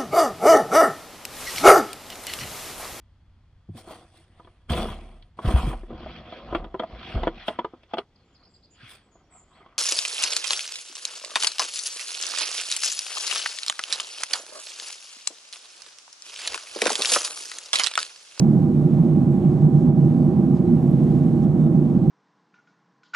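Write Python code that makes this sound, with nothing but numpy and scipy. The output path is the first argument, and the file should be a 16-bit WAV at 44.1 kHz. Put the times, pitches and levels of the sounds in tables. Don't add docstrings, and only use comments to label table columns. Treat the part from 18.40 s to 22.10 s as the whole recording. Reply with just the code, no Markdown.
import sys
import numpy as np
from scipy import signal
from scipy.fft import rfft, irfft, next_fast_len
from scipy.io import wavfile
from scipy.ndimage import uniform_filter1d, map_coordinates

SR = 44100
rng = np.random.default_rng(int(sys.argv[2]) if len(sys.argv) > 2 else 0)


def to_wav(sig):
    pcm = np.clip(np.atleast_2d(sig), -1, 1) * 32767
    pcm = np.round(pcm).astype(np.int16)
    wavfile.write(sys.argv[1], SR, pcm.T)


def volts_from_db(level):
    exponent = np.asarray(level, float) / 20
    return 10 ** exponent


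N = 163170
TIME = np.arange(N) / SR

# (time [s], level [dB])
FLOW = [(0, -14), (.15, -16), (.4, -16.5), (.6, -15), (.95, -16.5), (1.25, -15), (1.6, -15.5), (2.0, -15),
        (2.4, -16), (2.7, -15.5), (3.1, -15), (3.4, -15.5), (3.7, -16.5)]
# (frequency [Hz], density [dB per Hz])
WALL_SPECTRUM = [(54, -31.5), (134, -7.8), (159, -14.5), (287, -18.2), (459, -28.8), (855, -35),
                 (1300, -48), (1800, -63)]
# (frequency [Hz], width [Hz], gain [dB], sign [+1 or -1])
AIR_MODES = [(146, 20, 11, -1), (250, 44, 6.8, 1), (353, 32, 11.6, 1), (489, 72, -1.6, 1),
             (637, 72, -2.6, 1), (805, 37, 3.8, 1)]
# (frequency [Hz], correlation [0-1])
WALL_ALIKE = [(40, .5), (90, .96), (150, .995), (400, .985), (700, .94), (1100, .86), (1500, .45)]
# (frequency [Hz], left over right [dB])
WALL_PAN = [(30, -6), (90, -2), (150, -3.6), (400, -4), (700, -5), (790, -9), (870, -5.5), (1600, -4)]
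# (frequency [Hz], left leads by [rad])
WALL_LEAD = [(25, -.1), (50, -.5), (130, -.35), (400, -.3), (700, 0), (800, .35), (1700, .6)]
# (frequency [Hz], density [dB per Hz])
VENT_SPECTRUM = [(880, -27), (1500, -5), (1860, -7.5), (2860, -12.5), (3950, -15), (4950, -19.5),
                 (7840, -19.5), (12100, -26), (15600, -38.5)]
# (frequency [Hz], correlation [0-1])
VENT_ALIKE = [(1500, .45), (4200, .52), (4800, .82), (6200, .8), (8300, .79), (9300, .78), (12500, .66),
              (15500, .3)]
# (frequency [Hz], left leads by [rad])
VENT_LEAD = [(1700, 0.77), (2100, 0), (3300, 0.4), (4500, 0.085)]
# (time [s], length [s], level [dB], centre [Hz], width [octaves])
RUSTLES = [(.13, .06, -72, 5000, 1), (.23, .03, -76, 12500, .25), (.42, .04, -73, 7000, .3),
           (.53, .08, -70, 2500, .6), (.6, .03, -76, 11000, .4), (.925, .04, -72, 7700, .07),
           (1.4, .1, -70, 6200, .3), (1.82, .09, -75, 4600, .03), (2.165, .05, -65, 5000, .5),
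           (2.27, .05, -74, 4100, .05), (2.514, .02, -67, 11300, .1), (2.512, .01, -76, 14500, .2),
           (2.64, .02, -69, 6500, .5), (2.642, .03, -76, 10900, .02), (2.72, .12, -68, 3500, .4),
           (2.98, .04, -81, 13000, .3), (3.033, .022, -67, 6500, .3), (3.045, .04, -72, 5500, .025),
           (3.03, .02, -80, 13500, .3), (3.225, .06, -72, 7500, .45), (3.235, .07, -70, 3650, .04),
           (3.38, .07, -75, 4600, .03)]
# (time [s], depth [dB])
DUCKS = [
    (.26, 1.2),
    (.855, 1),
    (1.255, 1.5),
    (1.492, 4.3),
    (2.195, 1.5),
    (3.06, 1.3),
    (3.27, 1.4),
    (3.56, 1.2),
]
# (time [s], pitch [Hz], level [dB])
WHINE_UP = [(2.385, 12600, -92), (2.41, 13150, -79), (2.45, 13400, -76), (2.468, 13950, -79),
            (2.485, 14100, -79), (2.505, 13600, -81), (2.54, 14100, -94), (2.57, 13900, -83),
            (2.595, 14150, -84)]
# (time [s], pitch [Hz], level [dB])
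WHINE_DOWN = [(2.65, 13800, -92), (2.662, 13750, -86), (2.675, 14050, -80), (2.69, 13750, -88),
              (2.712, 13600, -80), (2.725, 12900, -83), (2.74, 12600, -84), (2.755, 12500, -82),
              (2.765, 12300, -95)]
# (frequency [Hz], side gain [dB])
SIDE_NULL = [(6150, 0), (6450, -22), (7850, -22), (8050, -4), (9000, 0)]

DUCK_ATTACK_S, DUCK_HOLD_S, DUCK_RELEASE_S = .02, .035, .015


def unit(x):
    return x / np.sqrt(np.mean(x ** 2) + 1e-20)


def along(points, hz):
    f, v = np.transpose(points)
    return np.interp(np.log(hz + 1), np.log(f + 1), v)


def curves(rows):
    s, *columns = np.transpose(rows)
    return [np.interp(TIME, s, column) for column in columns]


def wobble(rate):
    return map_coordinates(rng.standard_normal(400), [TIME * rate])


def filtered(x, response):
    m = next_fast_len(N + SR // 2)
    return irfft(rfft(x, m) * response(np.fft.rfftfreq(m, 1 / SR)), m)[..., :N]


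def rush(colour, alike, lead, pan, patchy_db):
    z = signal.stft(rng.standard_normal((2, N)), nperseg=512)[2]
    field = uniform_filter1d(rng.standard_normal(z.shape[1:]), 8, 0)
    field = uniform_filter1d(field, 8, 1)
    pair = signal.istft(z * volts_from_db(patchy_db * unit(field)), nperseg=512)[1][:, :N]

    def mid_side(hz):
        angle = np.arccos(np.clip(along(alike, hz), -1, 1)) / 2
        return colour(hz) * np.array([np.cos(angle), np.sin(angle)])

    def left_right(hz):
        half = volts_from_db(along(pan, hz) / 2) * np.exp(.5j * along(lead, hz))
        return np.array([half, 1 / half])

    mid, side = filtered(pair, mid_side)
    both = filtered(np.array([mid + side, mid - side]), left_right)
    return both / np.sqrt(np.mean(both.mean(0) ** 2))


def roar(flow_db):
    surge_s, surge_per_duck, diffuse_db = .02, .7, -7

    def modes(f):
        response = 1
        for centre, width, db, sign in AIR_MODES:
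            resonance = f * width / (centre * centre - f * f + 1j * f * width)
            response = response + np.sign(sign) * volts_from_db(db) * resonance
        return response

    def colour(hz):
        wall = volts_from_db(along([*WALL_SPECTRUM, (6000, -110)], hz))
        return wall * np.hypot(abs(modes(hz)), volts_from_db(diffuse_db))

    surge_db = sum(surge_per_duck * db * np.exp(-.5 * ((TIME - s - DUCK_ATTACK_S) / surge_s) ** 2)
                   for s, db in DUCKS)
    return volts_from_db(flow_db + surge_db) * rush(colour, WALL_ALIKE, WALL_LEAD, WALL_PAN, patchy_db=0.12)


def vents(flow_db):
    vent_db, follows_flow = -59.5, .2
    pan = [(3000, -.4), (9000, 0)]  # (frequency [Hz], left over right [dB])
    level_db = vent_db + follows_flow * (flow_db - flow_db.mean())
    level_db = level_db + 0.92 * wobble(2.2) + 0.3 * wobble(4.7)
    hiss = rush(lambda hz: volts_from_db(along(VENT_SPECTRUM, hz)), VENT_ALIKE, VENT_LEAD, pan, patchy_db=-0.7)
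    return volts_from_db(level_db) * hiss


def rustles():
    gain_db, side_share = 3.5, .5
    out = np.zeros((2, N))
    for s, length, db, hz, octaves in RUSTLES:
        mid, side = rng.standard_normal((2, N))
        envelope = np.exp(-(2 * (TIME - s) / length) ** 2)
        noise = (mid + side_share * side * [[1], [-1]]) * envelope
        band = filtered(noise, lambda f: np.exp(-.5 * (np.log2((f + 1) / hz) / octaves) ** 2))
        out += volts_from_db(db + gain_db) * band * np.sqrt(length * SR / 2) / np.linalg.norm(band[0])
    return out


def gain_control(x):
    cut_db = np.zeros(N)
    for s, depth_db in DUCKS:
        since = TIME - s
        attack = np.sin(np.pi / 2 * np.clip(since / DUCK_ATTACK_S, 0, 1)) ** 2
        recovering = np.maximum(since - DUCK_ATTACK_S - DUCK_HOLD_S, 0)
        cut_db += depth_db * attack * np.exp(-recovering / DUCK_RELEASE_S)
    return x * volts_from_db(-cut_db)


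def whine():
    out = np.zeros(N)
    for turn in (WHINE_UP, WHINE_DOWN):
        hz, db = curves(turn)
        on = (TIME > turn[0][0]) & (TIME < turn[-1][0])
        level = volts_from_db(db + 5 + 2 * wobble(60))
        phase = 2 * np.pi * np.cumsum(hz + 50 * wobble(90)) / SR
        out += on * level * np.sin(phase)
    return out * volts_from_db([[.6], [-.6]])


def scene():
    flow_db, = curves(FLOW)
    return roar(flow_db) + vents(flow_db) + rustles() + whine()


def band_limit(x):
    return signal.sosfilt(signal.butter(12, 15710, fs=SR, output="sos"), x)


def record(dry):
    mid = dry.mean(0)
    side = filtered((dry[0] - dry[1]) / 2, lambda hz: volts_from_db(along(SIDE_NULL, hz)))
    mix = gain_control(np.array([mid + side, mid - side]))
    return band_limit(mix)


dry = scene()
out = record(dry)
to_wav(out)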